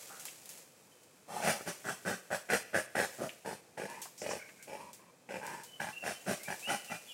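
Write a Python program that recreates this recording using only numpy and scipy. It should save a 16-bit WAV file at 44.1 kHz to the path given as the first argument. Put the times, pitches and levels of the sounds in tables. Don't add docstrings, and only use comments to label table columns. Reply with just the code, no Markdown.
import sys
import numpy as np
from scipy import signal
from scipy.fft import rfft, irfft, next_fast_len
from scipy.io import wavfile
from scipy.ndimage import map_coordinates

SR = 44100
rng = np.random.default_rng(int(sys.argv[2]) if len(sys.argv) > 2 else 0)


def store_pcm(level_fs):
    pcm = np.round(np.clip(level_fs, -1, 1) * 32767).astype(np.int16)
    wavfile.write(sys.argv[1], SR, np.atleast_2d(pcm).T)


N = 314433


def amp(db):
    return 10 ** (np.asarray(db) / 20)


def unit(x):
    return x / np.sqrt(np.mean(x ** 2) + 1e-20)


def along(points, hz):
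    f, v = np.transpose(points)
    return np.interp(np.log(hz + 1), np.log(f + 1), v)


def wobble(rate, n):
    return map_coordinates(rng.standard_normal(int(n * rate / SR) + 4), [np.arange(n) * rate / SR])


def filtered(x, gain):
    m = 2 * next_fast_len(len(x) // 2 + 4096)
    cepstrum = irfft(np.log(np.maximum(gain(np.fft.rfftfreq(m, 1 / SR)), 1e-6)), m)
    cepstrum[1:m // 2] *= 2
    cepstrum[m // 2 + 1:] = 0
    return irfft(rfft(x, m) * np.exp(rfft(cepstrum)), m)[:len(x)]


def peak(f, hz, width, db):
    return amp(db) ** 2 / (1 + ((f - hz) / width) ** 2) ** 2


def add(track, start_s, sound):
    part = track[max(round(start_s * SR), 0):][:len(sound)]
    part += sound[:len(part)]


# frequency_hz, level_db
HUSH_SPECTRUM = [(18, -100), (30, -55), (120, -14.5), (161, -14), (183, -13), (435, -16.5), (496, -10),
                 (566, -17), (2150, -28), (2590, -22.5), (2870, -35.5), (3110, -26.5), (3360, -31),
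                 (7780, -28.5), (15800, -41)]
LEAF_SPECTRUM = [(180, -31), (300, -11), (527, -2.5), (1110, -12.5), (1310, -13), (2200, -7.5), (2550, -9),
                 (3730, -11), (7620, -5), (15800, -15)]
# time_s, level_db
RUSTLE = [(0, -50.5), (.3, -54.5), (.4, -57.5), (.57, -57), (.75, -66), (1.25, -70.5), (1.55, -52.5),
          (2.2, -61), (2.88, -67), (3.15, -52), (3.68, -74), (4.05, -65), (4.5, -61.5), (5.2, -85),
          (5.5, -67), (6.2, -57), (6.55, -53), (7.13, -58)]
def undergrowth():
    hush = unit(filtered(rng.standard_normal(N), lambda f: amp(along(HUSH_SPECTRUM, f))))
    grains = rng.standard_normal(N) * amp(1.5 * wobble(350, N) + 0.64 * wobble(28, N))
    leaves = unit(filtered(grains, lambda f: amp(along(LEAF_SPECTRUM, f))))
    shuffle = amp(np.interp(np.arange(N) / SR, *np.transpose(RUSTLE)))
    return amp(-63.5 + 0.73 * wobble(4.13, N)) * hush + shuffle * leaves


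# frequency_hz, t60_s
FOREST_DECAY = [(100, 0.36), (600, 0.57), (1600, 0.59), (2800, 1), (8000, 0.63), (15000, 0.89)]
def forest_reverb(x):
    hz, t, noise = signal.stft(rng.standard_normal(SR), SR, nperseg=256)
    decay = amp(-60 * t / along(FOREST_DECAY, hz)[:, None])
    build_up = 1 - np.exp(-t / 0.013)
    tail = signal.istft(noise * decay * build_up, SR, nperseg=256)[1]
    return signal.fftconvolve(x, tail / np.linalg.norm(tail))[:N]


def trunk_echoes(x, echo_db, spread_s, count=9):
    out = x.copy()
    for delay_s, size in zip(rng.uniform(.0008, spread_s, count), rng.standard_normal(count)):
        add(out, delay_s, amp(echo_db) * size / np.sqrt(count) * x)
    return out * np.linalg.norm(x) / np.linalg.norm(out)


# start_s, length_s, first_hz, last_hz, level_db
WHISTLES = [(0.898, .15, 3100, 2950, -73.5), (5.659, 0.14, 3000, 2990, -53.5),
            (5.927, 0.115, 2733, 2705, -47), (6.131, .11, 3070, 2980, -59),
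            (6.402, 0.072, 2020, 2360, -51.5), (6.624, .08, 2500, 3080, -44),
            (6.878, 0.048, 2693, 2670, -44.5), (6.93, 0.078, 2407, 2420, -52.5),
            (7.069, 0.054, 3400, 3323, -49), (7.085, 0.053, 3150, 2680, -51)]
def bird(bow_hz=28.4, swell_db=6):
    track = np.zeros(N)
    for start_s, length_s, first_hz, last_hz, db in WHISTLES:
        t = np.arange(0, length_s + .08, 1 / SR)
        progress = np.minimum(t / length_s, 1)
        bow = 4 * progress * (1 - progress)
        flutter = 1 + .014 * wobble(380, len(t))
        pitch = (first_hz + (last_hz - first_hz) * progress + bow_hz * bow) * flutter
        fade = np.clip(np.minimum(t, length_s - t) / 0.0035, 0, 1)
        level = fade * amp(db - swell_db * (1 - bow) + 5.7 * wobble(50.5, len(t)))
        note = level * np.sin(2 * np.pi * np.cumsum(pitch) / SR)
        add(track, start_s, trunk_echoes(note, echo_db=-4, spread_s=.045))
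    return track


def fracture(crack_t60_s, crumble_db, crumble_t60_s):
    t = np.arange(SR // 4) / SR
    envelope = amp(-60 * t / crack_t60_s) + amp(crumble_db - 60 * t / crumble_t60_s)
    return rng.standard_normal(len(t)) * envelope


# start_s, level_db, crumble_db (relative to the crack)
TWIGS = [(0.197, -34.5, -4), (0.254, -26.5, -9), (0.4576, -32.5, -14.5), (0.4919, -32, -3),
         (0.575, -43, -2), (3.9, -35.5, -16), (4.81, -51, -8), (6.846, -38.5, 1), (1.0348, -49.5, -10),
         (4.0175, -32, -3), (4.1787, -43.5, -1), (4.3024, -40, -16), (4.6268, -36, -11.5),
         (4.9317, -38, -8.5), (5.4668, -28, -17), (5.635, -34, -1.5), (6.434, -32.5, -8), (6.595, -35, 6.5)]
def twigs():
    track = np.zeros(N)
    for start_s, db, crumble_db in TWIGS:
        crack = fracture(0.0046, crumble_db, crumble_t60_s=0.27)
        snap = filtered(crack, lambda f: amp(along(LEAF_SPECTRUM, f)) * f / np.hypot(f, 2500))
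        add(track, start_s, amp(db - .5) * snap / np.abs(snap).max())
    return track


# start_s, level_db, ring_hz
STICKS = [(0.254, -41, 900), (0.281, -35, 2650), (0.572, -52, 447), (3.292, -28, 2660), (4.056, -35, 850),
          (4.309, -26.5, 915), (4.49, -39.5, 2020)]
def sticks():
    track = np.zeros(N)
    for start_s, db, ring_hz in STICKS:
        crack = fracture(0.038, crumble_db=-11, crumble_t60_s=0.19)
        snap = filtered(crack, lambda f: np.sqrt(peak(f, ring_hz, 560, 0) / (1 + (500 / (f + 1)) ** 6)))
        add(track, start_s, amp(db - 4.5) * snap / np.abs(snap).max())
    return track


ATTACK_S = .007
def breath(t, rise_s, fall_s, db, arc):
    climb_db, sag_db, release_db_per_s = arc
    climb = climb_db * np.clip(1 - t / rise_s, 0, 1) ** 2
    sag = sag_db * np.clip((t - rise_s) / fall_s, 0, 1)
    release = release_db_per_s * np.maximum(t - rise_s - fall_s, 0)
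    return amp(db - climb - sag - release) * np.clip(t / ATTACK_S, 0, 1)


# start_s, rise_s, fall_s, level_db
WHEEZES = [(4.172, 0.05, 0.032, -48), (4.285, 0.034, .04, -45.5)]
SQUEAKS = [(4.385, .02, 0.073, -48), (4.56, 0.062, 0.052, -60)]
# centre_hz, width_hz, gain_db
WHEEZE_RINGS = [(5650, 540, 2), (7180, 1100, -3)]
SQUEAK_RINGS = [(1580, 110, -2.5), (2230, 130, 2)]
def snout_whistles(events, rings, arc=(12, 12, 270)):
    t = np.arange(N) / SR
    bands = filtered(rng.standard_normal(N), lambda f: np.sqrt(sum(peak(f, *ring) for ring in rings)))
    return unit(bands) * sum(breath(t - start_s, *envelope, arc) for start_s, *envelope in events)


def slaps(t, rate, effort, crest_s, jitter=2.4, scatter_db=2.0):
    cycles = np.cumsum(rate * np.exp(jitter / np.sqrt(rate) * wobble(rate, len(t)))) / SR
    onset, crest = np.searchsorted(t, [ATTACK_S, max(crest_s, ATTACK_S)])
    closures = np.flatnonzero(np.diff(np.floor(cycles - cycles[crest + 1])))
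    train = np.zeros(len(t))
    train[closures] = amp(scatter_db * rng.standard_normal(len(closures))) * effort[closures]
    train *= np.linalg.norm(effort) / (np.linalg.norm(train) + 1e-12)
    train[onset] = max(train[onset], amp(16) * effort[onset])
    train[crest] = max(train[crest], amp(19.5) * effort[crest])
    return train


def puffs(drive, life_s):
    pole = np.exp(-1 / (life_s * SR))
    return np.sqrt(signal.lfilter([1 - pole], [1, -pole], drive ** 2))


# frequency_hz, level_db
HISS_SPECTRUM = [(100, -33), (1000, 4), (3000, 2), (3700, -3.5), (5300, 1), (7000, -0.5), (8300, -3.5),
                 (10000, -1.5), (15500, -13)]
# centre_hz, width_hz, gain_db
NOSTRIL_RINGS = [(4400, 260, -2.5), (5640, 300, 0.5), (8500, 560, 4.5), (9070, 470, -0.5)]
def nostril_gain(f, hiss_db, flare):
    peaks = sum(peak(f, hz * shift, width, db) for shift, (hz, width, db) in zip(flare, NOSTRIL_RINGS))
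    return amp(hiss_db + 2.5 + along(HISS_SPECTRUM, f)) * np.sqrt(0.86 + peaks)


# centre_hz, width_hz, gain_db
HOLLOW_RINGS = [(585, 49, 2.5), (1240, 38, 1), (1534, 40, -1), (1708, 72, 0), (1940, 68, 5.5),
                (2350, 22, 9)]
def tract_gain(f, tract, formant_scale, ring_scale):
    chest_db, f1_hz, f2_hz, f2_db, f3_hz, f3_db, snout_db = tract
    chest = (peak(f, 85, 38, chest_db / 2 - 6.5) + peak(f, 199, 55, chest_db + 3.5)
             + peak(f, 377, 85, chest_db - 0.5))
    scaled = f / formant_scale
    mouth = (peak(scaled, f1_hz, 131, 0) + peak(scaled, f2_hz, 79, f2_db)
             + peak(scaled, f3_hz, 168, f3_db - .5))
    snout = (peak(f, 1980, 160, (f3_db + snout_db) / 2 - 5.0) + peak(f, 2490, 330, snout_db - .5)
             + peak(f, 3300, 330, f3_db - 26))
    hollow = 1 + sum(peak(f * ring_scale, *ring) for ring in HOLLOW_RINGS)
    bass_loss = 1 + (96 / (f + 1)) ** 10
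    return np.sqrt((chest + mouth + snout) * hollow / bass_loss)


def boar_call(rise_s, fall_s, db, arc, slap_hz, tract, hiss_db):
    t = np.arange(0, rise_s + fall_s + .07, 1 / SR)
    noise = lambda: rng.standard_normal(len(t))
    effort = breath(t, rise_s, fall_s, db, arc)
    train = slaps(t, slap_hz, effort, crest_s=rise_s)
    rasp = 0.78 * np.sqrt(85 / slap_hz)
    source = train + 1.08 * puffs(train, life_s=0.0029) * noise() + rasp * effort * noise()
    flare = np.exp(0.041 * rng.standard_normal(len(NOSTRIL_RINGS)))
    ring_scale = np.exp(0.02 * rng.standard_normal())
    opening = np.pi / 2 * np.clip(t / rise_s, 0, 1)
    closed = filtered(source * np.cos(opening) ** 2, lambda f: tract_gain(f, tract, 0.944, ring_scale))
    wide = filtered(source * np.sin(opening) ** 2, lambda f: tract_gain(f, tract, 1, ring_scale))
    voice = trunk_echoes(closed + wide, echo_db=-10.5, spread_s=.02)
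    airflow = 0.54 * puffs(train, life_s=0.011) + .5 * puffs(effort, life_s=.027)
    hiss = filtered(airflow * noise(), lambda f: nostril_gain(f, hiss_db, flare))
    hiss = trunk_echoes(hiss, echo_db=-1.0, spread_s=.007)
    return (voice + hiss) * np.linalg.norm(effort) / np.linalg.norm(voice)


# start_s, rise_s, fall_s, effort_db, f2_hz, f3_hz, f3_db, snout_db, hiss_db
WHINES = [(.085, .02, 0.1, -53, 790, 1345, 14.5, -24, -19),
          (1.275, .085, 0.2, -40, 810, 1250, -1, -19, -10.5),
          (3.87, .03, 0.11, -46.5, 943, 1730, 1, -3, -11.5),
          (4.765, .03, 0.098, -49, 963, 1707, -11, -5.5, -15),
          (4.98, .02, 0.086, -60.5, 1050, 1707, -4, -3, -21),
          (5.405, .055, 0.14, -42.5, 920, 1630, 4, -4.5, -13)]
def whines(slap_hz=140, chest_db=-0.5, f1_hz=557, f2_db=12.5, arc=(10.4, 6.3, 300)):
    track = np.zeros(N)
    for start_s, rise_s, fall_s, db, f2_hz, f3_hz, f3_db, snout_db, hiss_db in WHINES:
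        tract = chest_db, f1_hz, f2_hz, f2_db, f3_hz, f3_db, snout_db
        add(track, start_s, boar_call(rise_s, fall_s, db, arc, slap_hz, tract, hiss_db))
    return track


# start_s, rise_s, fall_s, effort_db, chest_db, f1_hz, f2_db, f3_db, snout_db, hiss_db
SNORTS = [(3.446, .014, .08, -40, -6.5, 503, 3.5, -7.5, -24, -19),
          (3.769, .008, 0.077, -39, -11.5, 540, -6, -9.5, -15, -24.5),
          (4.211, .052, .1, -39, -9.5, 528, -5, -14.5, -13.5, -19.5),
          (4.668, .063, 0.035, -44.5, -10.5, 523, 0, -19, -12, -22.5),
          (5.284, .073, 0.036, -41.5, -10, 546, -4, -10, -10.5, -24),
          (5.793, .009, .095, -38.5, 0.5, 684, 9, 4.5, -5, -12),
          (6.472, .053, 0.0039, -38.5, -7, 780, -6, -2.5, -11, -19)]
def snorts(slap_hz=55, f2_hz=843, f3_hz=1640, arc=(3, 4.05, 700)):
    track = np.zeros(N)
    for start_s, rise_s, fall_s, db, chest_db, f1_hz, f2_db, f3_db, snout_db, hiss_db in SNORTS:
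        tract = chest_db, f1_hz, f2_hz, f2_db, f3_hz, f3_db, snout_db
        add(track, start_s, boar_call(rise_s, fall_s, db, arc, slap_hz, tract, hiss_db))
    return track


# start_s, rise_s, fall_s, effort_db, chest_db, f1_hz, f2_db, f3_hz, f3_db, snout_db, hiss_db
GRUNTS = [(1.412, 0.082, 0.023, -30.5, -8.5, 670, -11, 1580, -6, -13.5, -16),
          (1.585, .024, 0.0076, -45.5, -10.5, 470, -8, 1330, -6, -14, -25),
          (1.655, 0.033, 0.011, -37.5, 4, 597, 6, 1580, 1, -8, -8.5),
          (1.838, .056, 0.03, -36.5, -0.5, 626, 3, 1530, 5, -21, -12.5),
          (2.044, .034, 0.06, -33.5, .5, 493, 1.5, 1570, 1, -18, -16),
          (2.3, .046, 0.013, -32, -10, 600, -0.5, 1550, -2, -17, -20),
          (2.484, .05, 0.028, -27.5, -9.5, 550, -3.5, 1595, 2.5, -10.5, -17),
          (2.729, .033, 0.033, -28, -6.5, 575, -8, 1644, 2, -15, -18.5),
          (2.944, 0.046, .052, -29, -6.5, 535, 3.5, 1660, 1.5, -15.5, -18),
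          (3.18, .058, .026, -36, -2, 650, -9, 1350, -7, -30, -23),
          (6.02, 0.058, 0.038, -37, -10, 670, -17, 1610, -6, -15, -17.5),
          (6.255, 0.056, .025, -32.5, -.5, 660, -14, 1560, -5.5, -14.5, -17.5),
          (6.668, .04, 0.044, -32.5, 3.5, 604, 12, 1460, 6.5, -0.5, -8),
          (6.892, 0.024, 0.041, -39.5, -0.5, 704, 3, 1450, -0.5, -6.5, -14)]
def grunts(base_slap_hz=128, chest_db_per_octave=12, f2_hz=788, arc=(12.3, 6.7, 810)):
    track = np.zeros(N)
    for start_s, rise_s, fall_s, db, chest_db, f1_hz, f2_db, f3_hz, f3_db, snout_db, hiss_db in GRUNTS:
        slap_hz = base_slap_hz * 2 ** (chest_db / chest_db_per_octave)
        tract = chest_db, f1_hz, f2_hz, f2_db, f3_hz, f3_db, snout_db
        add(track, start_s, boar_call(rise_s, fall_s, db, arc, slap_hz, tract, hiss_db))
    return track


def scene():
    boar = grunts() + snorts() + whines()
    boar += snout_whistles(SQUEAKS, SQUEAK_RINGS) + snout_whistles(WHEEZES, WHEEZE_RINGS)
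    ground = boar + twigs() + sticks()
    whistles = bird()
    reverb = forest_reverb(amp(-15) * ground + amp(-8.0) * whistles)
    return (ground + whistles + reverb + undergrowth())[None]


def record(dry, cutoff_hz=15850):
    m = next_fast_len(N + SR // 2)
    passband = np.fft.rfftfreq(m, 1 / SR) < cutoff_hz
    return irfft(rfft(dry, m) * passband, m)[..., :N]


dry = scene()
out = record(dry)
store_pcm(out)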